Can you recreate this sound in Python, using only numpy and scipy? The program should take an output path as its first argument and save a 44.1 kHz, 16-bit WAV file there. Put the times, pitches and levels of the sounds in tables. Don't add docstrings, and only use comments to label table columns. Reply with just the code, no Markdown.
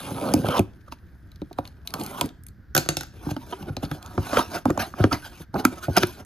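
import sys
import numpy as np
from scipy import signal
from scipy.fft import rfft, irfft, next_fast_len
from scipy.io import wavfile
from scipy.ndimage import uniform_filter1d, map_coordinates

SR = 44100
rng = np.random.default_rng(int(sys.argv[2]) if len(sys.argv) > 2 else 0)


def bounce(signal):
    frames = np.transpose(np.atleast_2d(signal))
    limited = np.clip(frames, -1, 1)
    pcm = np.round(limited * 32767).astype(np.int16)
    wavfile.write(sys.argv[1], SR, pcm)


N = 275620

# frequency in Hz, relative level in dB.
ROOM_TONE_SPECTRUM = [(25, -12.5), (65, 4), (110, -1.5), (300, -15.5), (500, -28.5), (1000, -36.5),
                      (1600, -22.5), (2600, -46), (5000, -44.5), (9000, -64), (13000, -47.5), (16000, -59)]
BLADE_SPECTRUM = [(50, -7.5), (130, 7), (280, 5.5), (600, 0.5), (1000, -1.5), (1450, -4), (1900, -23.5),
                  (2600, -18), (4200, -21), (5600, -27), (7500, -27.5), (11000, -25), (14000, -30.5),
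                  (16000, -27)]
RUB_SPECTRUM = [(50, 13.5), (130, 7.5), (280, 10.5), (600, 3), (1000, 0), (1450, 1.5), (1900, -21.5),
                (2600, -17.5), (4200, -19.5), (5600, -21.5), (7500, -20), (11000, -13.5), (14000, -17.5),
                (16000, -32)]
# frequency in Hz, gain in dB, nominal t60 in seconds.
BOX_MODES = [(104.8, 0, 0.12), (148.5, -2.5, 0.06), (196.6, -5.5, 0.045), (254, 0, 0.15), (299, -1.5, 0.13),
             (357, -4.5, 0.12), (547.6, -1.5, 0.027), (690, -6.5, 0.011), (957, -13, 0.098),
             (1280, -21.5, 0.11), (1560, -15, 0.093)]
FLAP_MODES = [(1280, 9, 0.036), (1445, 4, 0.025), (2100, -10.5, 0.037), (2250, -1.5, 0.033),
              (2442, -5, 0.023), (3040, -15, 0.017), (3350, -7, 0.025)]
LID_MODES = [(380, 10.5, 0.098), (690, -4.5, 0.022), (970, 0.5, 0.031), (1250, -5, 0.024),
             (1490, -14.5, .03), (3030, 2, 0.021)]
CLATTER_MODES = [(151, 2, .12), (330, 5, .11), (730, -3, .03), (1385, 5, .05), (1500, 0, .04),
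                 (2660, -6, .018), (3800, -4, .008), (4300, -2, .006), (5870, -4, .01), (6510, 0, .011),
                 (7070, -2, .011), (10600, -3, .012), (11820, 0, .009), (13200, -5, .012)]
# time in seconds, then drone, rasp and hiss levels in dB.
SEAM_CUT = [(0, -39, -38.5, -40.5), (0.15, -36.5, -40.5, -43), (0.28, -25, -28, -38.5),
            (0.32, -24.5, -37, -40.5), (0.43, -26, -41, -43), (0.465, -22.5, -29.5, -37.5),
            (0.53, -32.5, -28, -38), (0.58, -24, -22, -28.5), (0.64, -49, -63, -83)]
END_CUT = [(1.85, -73, -57, -67), (1.92, -43, -54, -62), (1.97, -54, -41.5, -55), (2.01, -32, -41.5, -47),
           (2.08, -42.5, -41, -51.5), (2.19, -45, -39, -47.5), (2.26, -32, -46, -53), (2.34, -63, -74, -99)]
# centre and half length (sign ignored) in seconds, pitch and width in Hz,
# level in dB.
BLADE_WHISTLE = (0.1, -0.29, 10608, 456, -49.5)
# centre and half length in seconds, pitch in Hz, glide in octaves per second,
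# level in dB.
SCRAPES = [(0.274, 0.057, 560, 1, -28.5), (.52, 0.039, 540, 0.5, -30.5), (4.383, 0.034, 1445, 1, -34),
           (4.557, 0.028, 640, 1.5, -40), (4.573, 0.014, 1420, 2, -36.5), (4.806, 0.01, 1680, -1.5, -29.5),
           (4.816, 0.049, 710, 0.5, -33), (5.119, 0.0049, 1280, 5.5, -27), (5.281, 0.019, 1100, 1, -59),
           (5.598, 0.017, 1413, 3, -43), (5.847, 0.019, 1317, 4.5, -41), (5.967, 0.0063, 1513, -1, -23)]
# multiple of the pitch, level in dB.
SCRAPE_PARTIALS = [(1, 0), (1.3, -12.5), (1.85, -12), (2.6, -18)]
# start in seconds, bending-wave travel in ms, air thump in dB,
# panel level in dB, panel pitch in Hz, edge clack in dB, clack pitch in Hz.
KNOCKS = [(0.338, 8.0, -31.0, -17, 284.4, -24.5, 700.0), (0.362, 4.5, -27.5, -27, 223, -36, 504.0),
          (0.444, 6.9, -32, -44, 258.0, -27.5, 530), (0.486, 3.9, -30, -36, 181.0, -28, 615),
          (0.592, 11.7, -17, -14.5, 285, -23.5, 530), (0.923, 4.97, -52, -46, 280, -41, 940),
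          (1.419, 7.6, -44.5, -31.0, 290, -50, 624), (1.511, 10.8, -68, -44.5, 335, -45.5, 690),
          (1.586, 9.21, -32, -31, 278, -26, 730), (1.938, 16.2, -38.5, -51, 265, -34.5, 1085.0),
          (2.211, 17.4, -33.5, -37, 286, -27, 880), (2.239, 7.9, -35.5, -28.5, 265.0, -44, 870),
          (3.264, 15, -27, -31, 236, -43, 790), (3.29, 5.6, -50, -40, 260, -39, 800),
          (3.311, 10.4, -26.5, -35, 282, -37, 620), (3.365, 11.1, -63, -32.5, 275, -38.5, 885),
          (3.627, 12.5, -38.0, -59, 316, -47, 822.0), (3.693, 15.1, -28.5, -39, 270, -50, 1110),
          (3.767, 11.6, -33, -35.5, 257.0, -36, 746), (3.831, 15, -26, -29.5, 248, -34, 770),
          (3.914, 14.7, -28.5, -40, 262, -37.5, 1250), (4.178, 13.7, -20, -25, 266, -30.5, 1020),
          (4.331, 3.7, -41, -25.5, 443, -34.0, 1238.0), (4.37, 9, -31, -21.5, 435, -21.5, 1290),
          (4.655, 11.4, -25, -20, 256, -23, 810), (4.699, 8.8, -26, -33, 327, -27, 720),
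          (4.705, 6.5, -30, -21, 320, -34.5, 1250), (4.775, 11.4, -33, -34.5, 240, -26.5, 800),
          (4.939, 4.34, -52.5, -45, 233.0, -39.5, 1140), (5, 11.5, -16.5, -28, 299.0, -33, 536),
          (5.04, 10.5, -18.0, -14.5, 300, -26, 1300), (5.07, 5.8, -34, -31, 332, -54, 600),
          (5.123, 19, -27, -28.0, 252, -37, 1130), (5.402, 15.8, -38.5, -43, 349.0, -55.0, 917.0),
          (5.541, 14.2, -34, -31, 253, -33.5, 840), (5.551, 10.6, -28.5, -29, 228, -29, 690),
          (5.652, 5, -28.5, -16, 288, -18.5, 1324), (5.679, 5.6, -39, -36, 276, -46, 700),
          (5.883, 11, -23, -28, 304, -28.5, 530), (5.897, 11.6, -24.5, -27, 276, -46, 600),
          (5.973, 12.4, -31, -21.5, 264, -22.5, 1210), (6.033, 7.06, -25.5, -21.5, 325, -25, 1340)]
# delay as a share of the travel time, gain in dB.
CREASE_ECHOES = [(0.171, -12), (0.411, -12.5), (0.901, -16)]
# start in seconds, crack in dB, treble in dB,
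# crack pitch in Hz.
SNAPS = [(0.338, -21.5, -20, 5130), (0.486, -30.5, -36, 3230), (0.593, -25.5, -26.5, 2400),
         (0.922, -40, -67, 2660), (1.317, -52, -60, 3930), (1.359, -53, -60, 3960), (1.417, -48, -60, 3800),
         (1.529, -48, -53.5, 3900), (1.586, -40, -47, 3830), (1.653, -42.5, -58, 3350),
         (1.675, -43, -49, 4300), (1.874, -28.5, -34, 4000), (1.905, -44, -47, 4400),
         (1.939, -28, -29.5, 4340), (1.998, -40.5, -46, 7000), (2.013, -36.5, -44, 4300),
         (2.036, -43, -36, 4400), (2.046, -52, -43, 4400), (2.063, -37, -34.5, 4400),
         (2.211, -17.5, -24, 7660), (2.259, -45, -40, 4350), (2.29, -45.5, -55, 3500),
         (2.436, -64, -49.5, 7600), (2.466, -50, -41, 7700), (2.485, -53.5, -47.5, 4300),
         (3.365, -41, -51.5, 2930), (3.627, -45, -51, 2830), (3.767, -31, -43, 4130),
         (3.85, -39, -55, 4300), (3.914, -35.5, -41.5, 3420), (4.027, -41, -47, 7300),
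         (4.061, -42.5, -48, 6450), (4.178, -40.5, -66, 2400), (4.331, -36.5, -51, 2500),
         (4.371, -23.5, -47, 2400), (4.655, -36, -39, 7100), (4.703, -34, -41.5, 7000),
         (4.776, -34.5, -43, 7040), (5.04, -27, -42, 2630), (5.128, -23, -42, 4800),
         (5.542, -43, -52, 4210), (5.651, -15, -17.5, 7000), (5.967, -19, -24, 6600),
         (5.973, -18, -25, 5240), (5.981, -18, -24.5, 5040), (6.033, -20, -29.5, 2400),
         (6.07, -43, -37, 7000)]
# time in seconds, lower and upper pitch in Hz, level in dB.
TAPE_GLIDE = [(.46, 1200, 3130, -66), (0.499, 1244, 3140, -37), (0.528, 1340, 3130, -33.5),
              (0.559, 1280, 2920, -42), (0.592, 1100, 2650, -72), (0.609, 1100, 2600, -77)]
# start and end in seconds, then drone, rasp and hiss levels in dB.
HAND_CONTACT = [(0.677, 1.847, -71, -72, -76), (3.123, 4.64, -54, -55.5, -62),
                (4.641, 5.449, -55, -60, -54.5), (5.529, 6.246, -50, -51, -57)]
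# peak time, rise and fall in seconds, then drone, rasp and
# hiss levels in dB.
STROKES = [(.765, 0.055, 0.031, -48, -72, -67.5), (0.884, .015, 0.012, -59, -45, -59),
           (0.924, 0.01, 0.018, -55, -44, -42.5), (1.585, .022, 0.049, -52, -48, -54),
           (1.659, 0.042, 0.067, -51, -49, -54.5), (3.296, 0.14, 0.076, -35, -42, -42.5),
           (3.313, 0.022, 0.015, -47, -45, -33.5), (3.42, 0.15, 0.096, -62, -67, -51.5),
           (3.517, 0.085, 0.098, -42, -43, -45), (3.615, 0.033, 0.036, -39, -48, -47),
           (3.686, 0.035, 0.039, -28.5, -41, -48.5), (3.833, 0.0083, 0.037, -35, -29, -33),
           (3.874, 0.059, 0.024, -31.5, -54, -59.5), (3.945, 0.077, 0.055, -35.5, -41.5, -42.5),
           (4.07, 0.104, 0.16, -46.5, -42.5, -53), (4.269, 0.13, 0.2, -34.5, -35.5, -36.5),
           (4.384, 0.1, 0.07, -28, -19.5, -26), (4.563, 0.076, 0.04, -31.5, -30.5, -30),
           (4.687, 0.032, 0.059, -28, -52, -43.5), (4.801, 0.014, 0.07, -33.5, -27, -25),
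           (5.0, 0.05, 0.11, -38, -31.5, -39), (5.128, 0.016, 0.046, -22.5, -18, -24.5),
           (5.255, 0.06, 0.079, -64, -45.5, -41), (5.421, 0.13, 0.021, -63, -51, -46),
           (5.563, 0.025, .07, -22.5, -28.5, -48), (5.6, 0.034, 0.02, -33, -26, -31),
           (5.65, 0.0097, 0.0066, -35, -24, -31.5), (5.729, 0.03, 0.03, -34.5, -37, -42),
           (5.785, 0.04, 0.028, -42, -37, -43.5), (5.841, 0.02, 0.029, -44, -45, -30),
           (5.975, 0.014, 0.014, -24, -10.5, -17), (6.014, 0.16, 0.15, -33.5, -38, -33.5),
           (6.031, .012, 0.01, -40, -31, -22.5), (6.206, 0.0446, 0.016, -51, -43.5, -48)]
# start in seconds, then floor thud, case clack, case rattle and blade tick in dB.
BOUNCES = [(2.75, -28.5, -17, -19.5, -18.5), (2.765, -30.5, -16.5, -18.5, -23),
           (2.778, -25, -40, -15.5, -18), (2.861, -40, -40, -45, -52), (2.889, -26, -22.5, -17.5, -26),
           (2.969, -33, -42, -21.5, -29.5), (3.009, -42, -34, -31.5, -37), (3.033, -58, -40.5, -41, -43),
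           (3.069, -70, -54, -63, -56)]
# frequency in Hz, t60 in seconds.
ROOM_DECAY = [(100, 0.53), (400, 0.41), (1500, 0.34), (5000, 0.41), (15000, 0.28)]
# frequency in Hz, gain in dB.
REVERB_SPECTRUM = [(100, -14.5), (400, -13), (1000, -14.5), (2000, -15.5), (6000, -14.5), (15000, -24)]
# frequency in Hz, left phase lead in radians, left minus right in dB.
PORT_RESPONSE = [(100, 0, 0.5), (380, 0.5, 0), (667, 0.77, -5), (1100, 1.52, -3), (1470, 0.88, -4.5),
                 (1800, 2.5, 3), (2500, 1.5, 3.5), (3970, 0.44, 2.5), (5810, 1.95, -2), (6150, -0.22, 3.5),
                 (9450, -5, -10.5), (11330, -5.5, 6.5), (11660, -5.5, -1.5), (15150, -9, 0.5)]
# time in seconds, extra lead of the left port in ms.
BEARING = [(0, -0.08), (2.4, -0.039), (2.75, 0.026), (3.1, -0.038), (3.5, -0.069), (4.5, -0.073),
           (5.2, -0.095), (6.2, -0.06)]


def amp(db):
    return 10 ** (np.asarray(db) / 20)


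def unit_rms(x):
    return x / np.sqrt(np.mean(x ** 2) + 1e-20)


def with_energy(x, seconds):
    return x * np.sqrt(seconds * SR / (np.sum(x ** 2) + 1e-20))


def bin_hz(size):
    return np.fft.rfftfreq(size, 1 / SR)


def lookup(table, hz, column=1):
    table = np.array(table, float)
    return np.interp(np.log(hz + 1), np.log(table[:, 0] + 1), table[:, column])


def add(mix, start_s, sound):
    part = mix[max(0, round(start_s * SR)):][:len(sound)]
    part += sound[:len(part)]


def band(x, lo_hz, hi_hz, order=3):
    edges_hz = [lo_hz, min(hi_hz, SR / 2 - 100)]
    return signal.sosfilt(signal.butter(order, edges_hz, "band", fs=SR, output="sos"), x)


def lowpass(x, hz, slope=4):
    size = x.shape[-1]
    return irfft(rfft(x) / (1 + (bin_hz(size) / hz) ** slope), size)


def resonate(x, hz, q):
    return signal.lfilter(*signal.iirpeak(hz, max(q, 1), fs=SR), x)


def ring(x, modes):
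    return sum(amp(db) * resonate(x, hz, hz * t60_s / 2) for hz, db, t60_s in modes)


def coloured(x, spectrum):
    return irfft(rfft(x) * amp(lookup(spectrum, bin_hz(len(x)))), len(x))


def wander(hz, size=N):
    return unit_rms(lowpass(rng.standard_normal(size), hz))


def fuzzy_tone(cycles, width_hz):
    fuzz = wander(width_hz, len(cycles)) + 1j * wander(width_hz, len(cycles))
    return (fuzz * np.exp(2j * np.pi * cycles)).real


def bend(x, travel_ms, front_hz=2438.0):
    size = next_fast_len(len(x) + 4096)
    slowness = np.sqrt(100 / np.clip(bin_hz(size), 50, front_hz))
    delay_s = travel_ms / 1000 * (slowness - slowness[-1])
    phase = 2 * np.pi * np.cumsum(delay_s) * SR / size
    return irfft(rfft(x, size) * np.exp(-1j * phase), size)[:len(x)]


def room_tone(level_db=-48.0, waver_db=2.0, apart_db=-9.5, rumble_hz=409.0):
    shared, left, right = (unit_rms(coloured(rng.standard_normal(N), ROOM_TONE_SPECTRUM))
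                           for _ in range(3))
    air = amp(level_db) * (shared + amp(apart_db) * np.array([left, right]))
    rumble = lowpass(air, rumble_hz)
    return air - rumble + rumble * amp(waver_db * wander(23.0))


def cutting_gains(cut):
    times_s, *levels_db = np.transpose(cut)
    t = np.arange(N) / SR
    active = (t >= times_s[0]) & (t <= times_s[-1] + .05)
    return active * np.array([amp(np.interp(t, times_s, db)) for db in levels_db])


def hollow(x, echo_gain, gap_ms, drift=0.177, drift_hz=4.7):
    n = np.arange(N)
    for path in 1, 2.3, 4.1:
        lag = path * gap_ms * SR / 1000 * np.exp(drift * wander(drift_hz) / path)
        x = x + echo_gain * map_coordinates(x, [n - lag], order=2)
    return x


def shifting_colour(x, depth_db, bins=7, frames=15):
    spectra = signal.stft(x, nperseg=512, noverlap=384)[2]
    peaks = rng.standard_normal(spectra.shape)
    for axis, size in (0, bins), (1, frames), (0, bins):
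        peaks = uniform_filter1d(peaks, size, axis=axis)
    return signal.istft(spectra * amp(depth_db * unit_rms(peaks)), nperseg=512, noverlap=384)[1][:N]


def friction(gains, spectrum, *, slips_per_s, spread_db, smooth_db, catch_db, catch_hz, box_db, flap_db,
             echo_gain, gap_ms, fizz_db, fizz_power, shift_db, swell_db, swell_hz):
    drone, rasp, hiss = gains
    sizes = amp(spread_db * np.minimum(rng.exponential(1, N), 4)) * rng.choice([-1, 1], N)
    slips = unit_rms(sizes * (rng.random(N) < slips_per_s / SR))
    slips += amp(smooth_db) * rng.standard_normal(N)
    slips *= amp(catch_db * wander(catch_hz))
    contact = coloured(hollow(slips, echo_gain, gap_ms), spectrum)
    contact += amp(flap_db) * ring(contact, FLAP_MODES)
    contact = shifting_colour(contact, shift_db) * amp(swell_db * wander(swell_hz))
    board = bend(contact, travel_ms=12.117)
    board += amp(box_db) * ring(board, BOX_MODES)
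    fizz = amp(fizz_db) * (hiss / amp(-45)) ** fizz_power
    return (drone * unit_rms(band(board, 69.5, 452, order=4))
            + rasp * unit_rms(band(board, 525, 2190, order=4))
            + hiss * unit_rms(band(contact, 1668, 6430, order=4))
            + fizz * unit_rms(band(contact, 7250, 24000, order=4)))


def blade_whistle():
    centre_s, half_s, hz, width_hz, db = BLADE_WHISTLE
    t = np.arange(N) / SR
    return amp(db) * np.exp(-((t - centre_s) / half_s) ** 2) * fuzzy_tone(hz * t, width_hz)


def crackle(hiss_gain, ticks_per_s=80.0, spread_db=2.5, decay_s=0.0039, growth=0.43, level_db=-61.0):
    t = np.arange(512) / SR
    sizes = amp(spread_db * np.minimum(rng.exponential(1, N), 3))
    breaks = sizes * (rng.random(N) < ticks_per_s / SR) * hiss_gain ** growth
    ticks = signal.oaconvolve(breaks, np.exp(-t / decay_s))[:N] * rng.standard_normal(N)
    ticks += amp(7.0) * ring(ticks, FLAP_MODES)
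    return amp(level_db) * unit_rms(band(ticks, 1200, 6000, order=2))


def scrapes(width_hz=99.0):
    out, t = np.zeros(N), np.arange(-4096, 4096) / SR
    for centre_s, half_s, hz, octaves_per_s, db in SCRAPES:
        cycles = np.cumsum(hz * 2 ** (octaves_per_s * t)) / SR
        note = sum(amp(partial_db) * fuzzy_tone(multiple * cycles, width_hz)
                   for multiple, partial_db in SCRAPE_PARTIALS)
        add(out, centre_s + t[0], amp(db) * np.exp(-(t / half_s) ** 2) * note)
    return out


def knocks(panel_q=2.8, clack_q=6.7, plain_db=-14.5, crunch_db=-29, crunch_s=0.0052):
    out, t = np.zeros(N), np.arange(8192) / SR
    for start_s, travel_ms, thump_db, panel_db, panel_hz, clack_db, clack_hz in KNOCKS:
        push = (t == 0) + amp(crunch_db) * rng.standard_normal(len(t)) * np.exp(-t / crunch_s)
        front = bend(push, travel_ms)
        wave = front + sum(amp(db) * np.interp(t - share * travel_ms / 1000, t, front, left=0)
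                           for share, db in CREASE_ECHOES)
        body = amp(plain_db) * wave + ring(wave, BOX_MODES)
        thump = band(body, 56, 188.5, order=2)
        panel = band(body + resonate(wave, panel_hz, panel_q), .603 * panel_hz, 1.2 * panel_hz, order=2)
        clack = band(body + resonate(wave, clack_hz, clack_q), .6 * clack_hz, 1.536 * clack_hz)
        for part, db in (thump, thump_db), (panel, panel_db), (clack, clack_db):
            add(out, start_s, amp(db) * with_energy(part, .03))
    return out


def snaps(decay_s=0.00133, crack_q=11.7, plain_db=-11.5, flap_db=-7.0, flutter_db=-29.5, flutter_s=0.02):
    out, t = np.zeros(N), np.arange(4096) / SR
    burst = (1 - np.exp(-4 * t / decay_s)) * np.exp(-t / decay_s)
    flutter = amp(flutter_db) * np.exp(-t / flutter_s)
    for start_s, crack_db, treble_db, crack_hz in SNAPS:
        breaks = rng.standard_normal(len(t)) * (burst + flutter)
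        body = amp(plain_db) * breaks + amp(flap_db) * ring(breaks, FLAP_MODES)
        crack = band(body + resonate(breaks, crack_hz, crack_q), 1920, 6400)
        treble = band(breaks, 5860, 14000, order=2)
        for part, db in (crack, crack_db), (treble, treble_db):
            add(out, start_s, amp(db) * with_energy(part, .005))
    return out


def singing_tape(width_hz=290.0, upper_db=-3.5):
    times_s, lower_hz, upper_hz, db = np.transpose(TAPE_GLIDE)
    t = np.arange(N) / SR
    lower = fuzzy_tone(np.cumsum(np.interp(t, times_s, lower_hz)) / SR, width_hz)
    upper = fuzzy_tone(np.cumsum(np.interp(t, times_s, upper_hz)) / SR, width_hz)
    return amp(np.interp(t, times_s, db, left=-120, right=-120)) * (lower + amp(upper_db) * upper)


def rubbing_gains(ease_s=0.018, range_db=20.0, roundness=1.084):
    t = np.arange(N) / SR
    touching, power = np.zeros(N), np.zeros((3, N))
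    for start_s, end_s, *levels_db in HAND_CONTACT:
        contact = np.clip(np.minimum(t - start_s, end_s - t) / ease_s, 0, 1)
        touching += contact
        power += np.outer(amp(levels_db), contact > 0) ** 2
    for peak_s, rise_s, fall_s, *levels_db in STROKES:
        from_peak = np.maximum((peak_s - t) / rise_s, (t - peak_s) / fall_s)
        swell = amp(-range_db * np.minimum(from_peak, 10) ** roundness)
        power += np.outer(amp(levels_db), swell) ** 2
    return touching * np.sqrt(power)


def dropped_cutter(contact_s=0.0021, rattle_db=-22.0, rattle_s=0.026, ring_db=-3.0, detune=0.076):
    out, t = np.zeros(N), np.arange(8192) / SR
    floor_wave = bend(1. * (t == 0), travel_ms=7.95)
    thud = band(ring(floor_wave, CLATTER_MODES + BOX_MODES), 67, 750, order=2)
    envelope = np.exp(-t / contact_s) + amp(rattle_db) * np.exp(-t / rattle_s)
    for start_s, thud_db, clack_db, case_db, tick_db in BOUNCES:
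        contact = rng.standard_normal(len(t)) * envelope
        case = contact.copy()
        for hz, db, t60_s in CLATTER_MODES:
            gain = amp(ring_db - rng.standard_normal())
            mode_hz = hz * np.exp(detune * rng.uniform(-0.8, 1))
            case += gain * ring(contact, [(mode_hz, db, t60_s)])
        handle = resonate(contact, hz=1470.0, q=11.5)
        clack = band(amp(-6.0) * case + handle, 556, 1770)
        add(out, start_s, amp(thud_db) * with_energy(thud, 0.035))
        add(out, start_s, amp(clack_db) * with_energy(clack, 0.007))
        add(out, start_s, amp(case_db) * with_energy(band(case, 1800, 8300), 0.0049))
        add(out, start_s, amp(tick_db) * with_energy(band(case, 10800, 15500), 0.0031))
    return out


def fingertip_judder(start_s=3.526, count=3, gap_s=0.0041, slip_s=0.00034, level_db=-31.0):
    out, t = np.zeros(N), np.arange(8192) / SR
    slips = np.zeros(len(t))
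    for k in range(count):
        add(slips, k * gap_s, np.exp(-t / slip_s) * (1 - t / slip_s))
    add(out, start_s, amp(level_db) * with_energy(ring(slips, LID_MODES), .03))
    return out


def room_echoes(x, first_s=0.001133, early_db=4.5, early_s=0.023, echoes_per_s=4000):
    t = np.arange(SR // 2) / SR
    taps = rng.standard_normal(len(t)) * (rng.random(len(t)) < echoes_per_s / SR) * (t > first_s)
    taps *= 1 + amp(early_db) * np.exp(-t / early_s)
    hz, age_s, spectra = signal.stft(taps, SR, nperseg=256)
    spectra *= amp(-60 * age_s / lookup(ROOM_DECAY, hz)[:, None])
    band_energy = uniform_filter1d((abs(spectra) ** 2).sum(1), 5)
    tail = signal.istft(spectra / np.sqrt(band_energy)[:, None], SR, nperseg=256)[1]
    return signal.fftconvolve(x, coloured(tail / np.linalg.norm(tail), REVERB_SPECTRUM))[:N]


def reverb(x, crossfade_hz=3.1):
    angle = 2 * np.pi * crossfade_hz * np.arange(N) / SR
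    return sum(room_echoes(x * np.sqrt(2 / 3) * np.cos(angle + 2 * np.pi * k / 3)) for k in range(3))


def microphone_ports(x):
    hz = bin_hz(N)
    lead_rad = lookup(PORT_RESPONSE, hz)
    lean = amp(lookup(PORT_RESPONSE, hz, column=2) / 2)
    response = np.array([lean, np.exp(-1j * lead_rad) / lean]) / np.sqrt((lean ** 2 + lean ** -2) / 2)
    return irfft(rfft(x) * response, N)


def steered(pair, top_hz=2400.):
    n = np.arange(N)
    lead = np.interp(n / SR, *np.transpose(BEARING)) * SR / 1000
    low = lowpass(pair, top_hz, slope=8)
    shifted = np.array([np.interp(n + lead / 2, n, low[0]), np.interp(n - lead / 2, n, low[1])])
    return pair - low + shifted


def near_echoes(x, level_db=-17.5, decay_s=0.0041):
    t = np.arange(2048) / SR
    taps = rng.standard_normal((2, len(t))) * np.exp(-t / decay_s) * (t > .001)
    taps = band(taps / np.linalg.norm(taps, axis=1, keepdims=True), 68, 7000, order=1)
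    return amp(level_db) * signal.oaconvolve(x[None], taps, axes=1)[:, :N]


def scene(near_room_db=-3.5, diffuse_db=-8.5, cutter_send_db=9.5):
    seam_gains, end_gains, hand_gains = cutting_gains(SEAM_CUT), cutting_gains(END_CUT), rubbing_gains()
    seam_cut = amp(-0.5) * friction(
        seam_gains, BLADE_SPECTRUM, slips_per_s=1300, spread_db=3.5, smooth_db=-1.5,
        catch_db=1.8, catch_hz=110, box_db=0.5, flap_db=-6, echo_gain=0.19, gap_ms=0.9,
        fizz_db=-49, fizz_power=1, shift_db=2.75, swell_db=1, swell_hz=22)
    end_cut = amp(2.5) * friction(
        end_gains, BLADE_SPECTRUM, slips_per_s=1700, spread_db=4.5, smooth_db=4,
        catch_db=1, catch_hz=90, box_db=-1.5, flap_db=-13, echo_gain=0.28, gap_ms=1.1,
        fizz_db=-43.5, fizz_power=1, shift_db=3, swell_db=1.5, swell_hz=25)
    hands = amp(-0.5) * friction(
        hand_gains, RUB_SPECTRUM, slips_per_s=3000, spread_db=2.5, smooth_db=-3.5,
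        catch_db=1.07, catch_hz=68, box_db=-32, flap_db=-7, echo_gain=0.3, gap_ms=1.3,
        fizz_db=-54, fizz_power=0.82, shift_db=3, swell_db=0.95, swell_hz=36)
    _, _, hiss_gain = seam_gains + end_gains + hand_gains
    cutter = amp(-0.5) * dropped_cutter()
    blade = seam_cut + end_cut + blade_whistle() + singing_tape()
    carton = blade + hands + crackle(hiss_gain) + fingertip_judder() + scrapes() + knocks() + snaps()
    direct = carton + cutter
    send = carton + amp(cutter_send_db) * cutter
    diffuse = amp(diffuse_db) * np.array([reverb(send), reverb(send)])
    near = steered(microphone_ports(direct + amp(near_room_db) * reverb(send)))
    return near + near_echoes(direct) + diffuse + room_tone()


def record(dry):
    rounded = dry / (1 + dry ** 6) ** (1 / 6)
    taps = signal.firwin(201, 15500, window=("kaiser", 9), fs=SR)
    return signal.oaconvolve(rounded, taps[None], "same")


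dry = scene()
out = record(dry)
bounce(out)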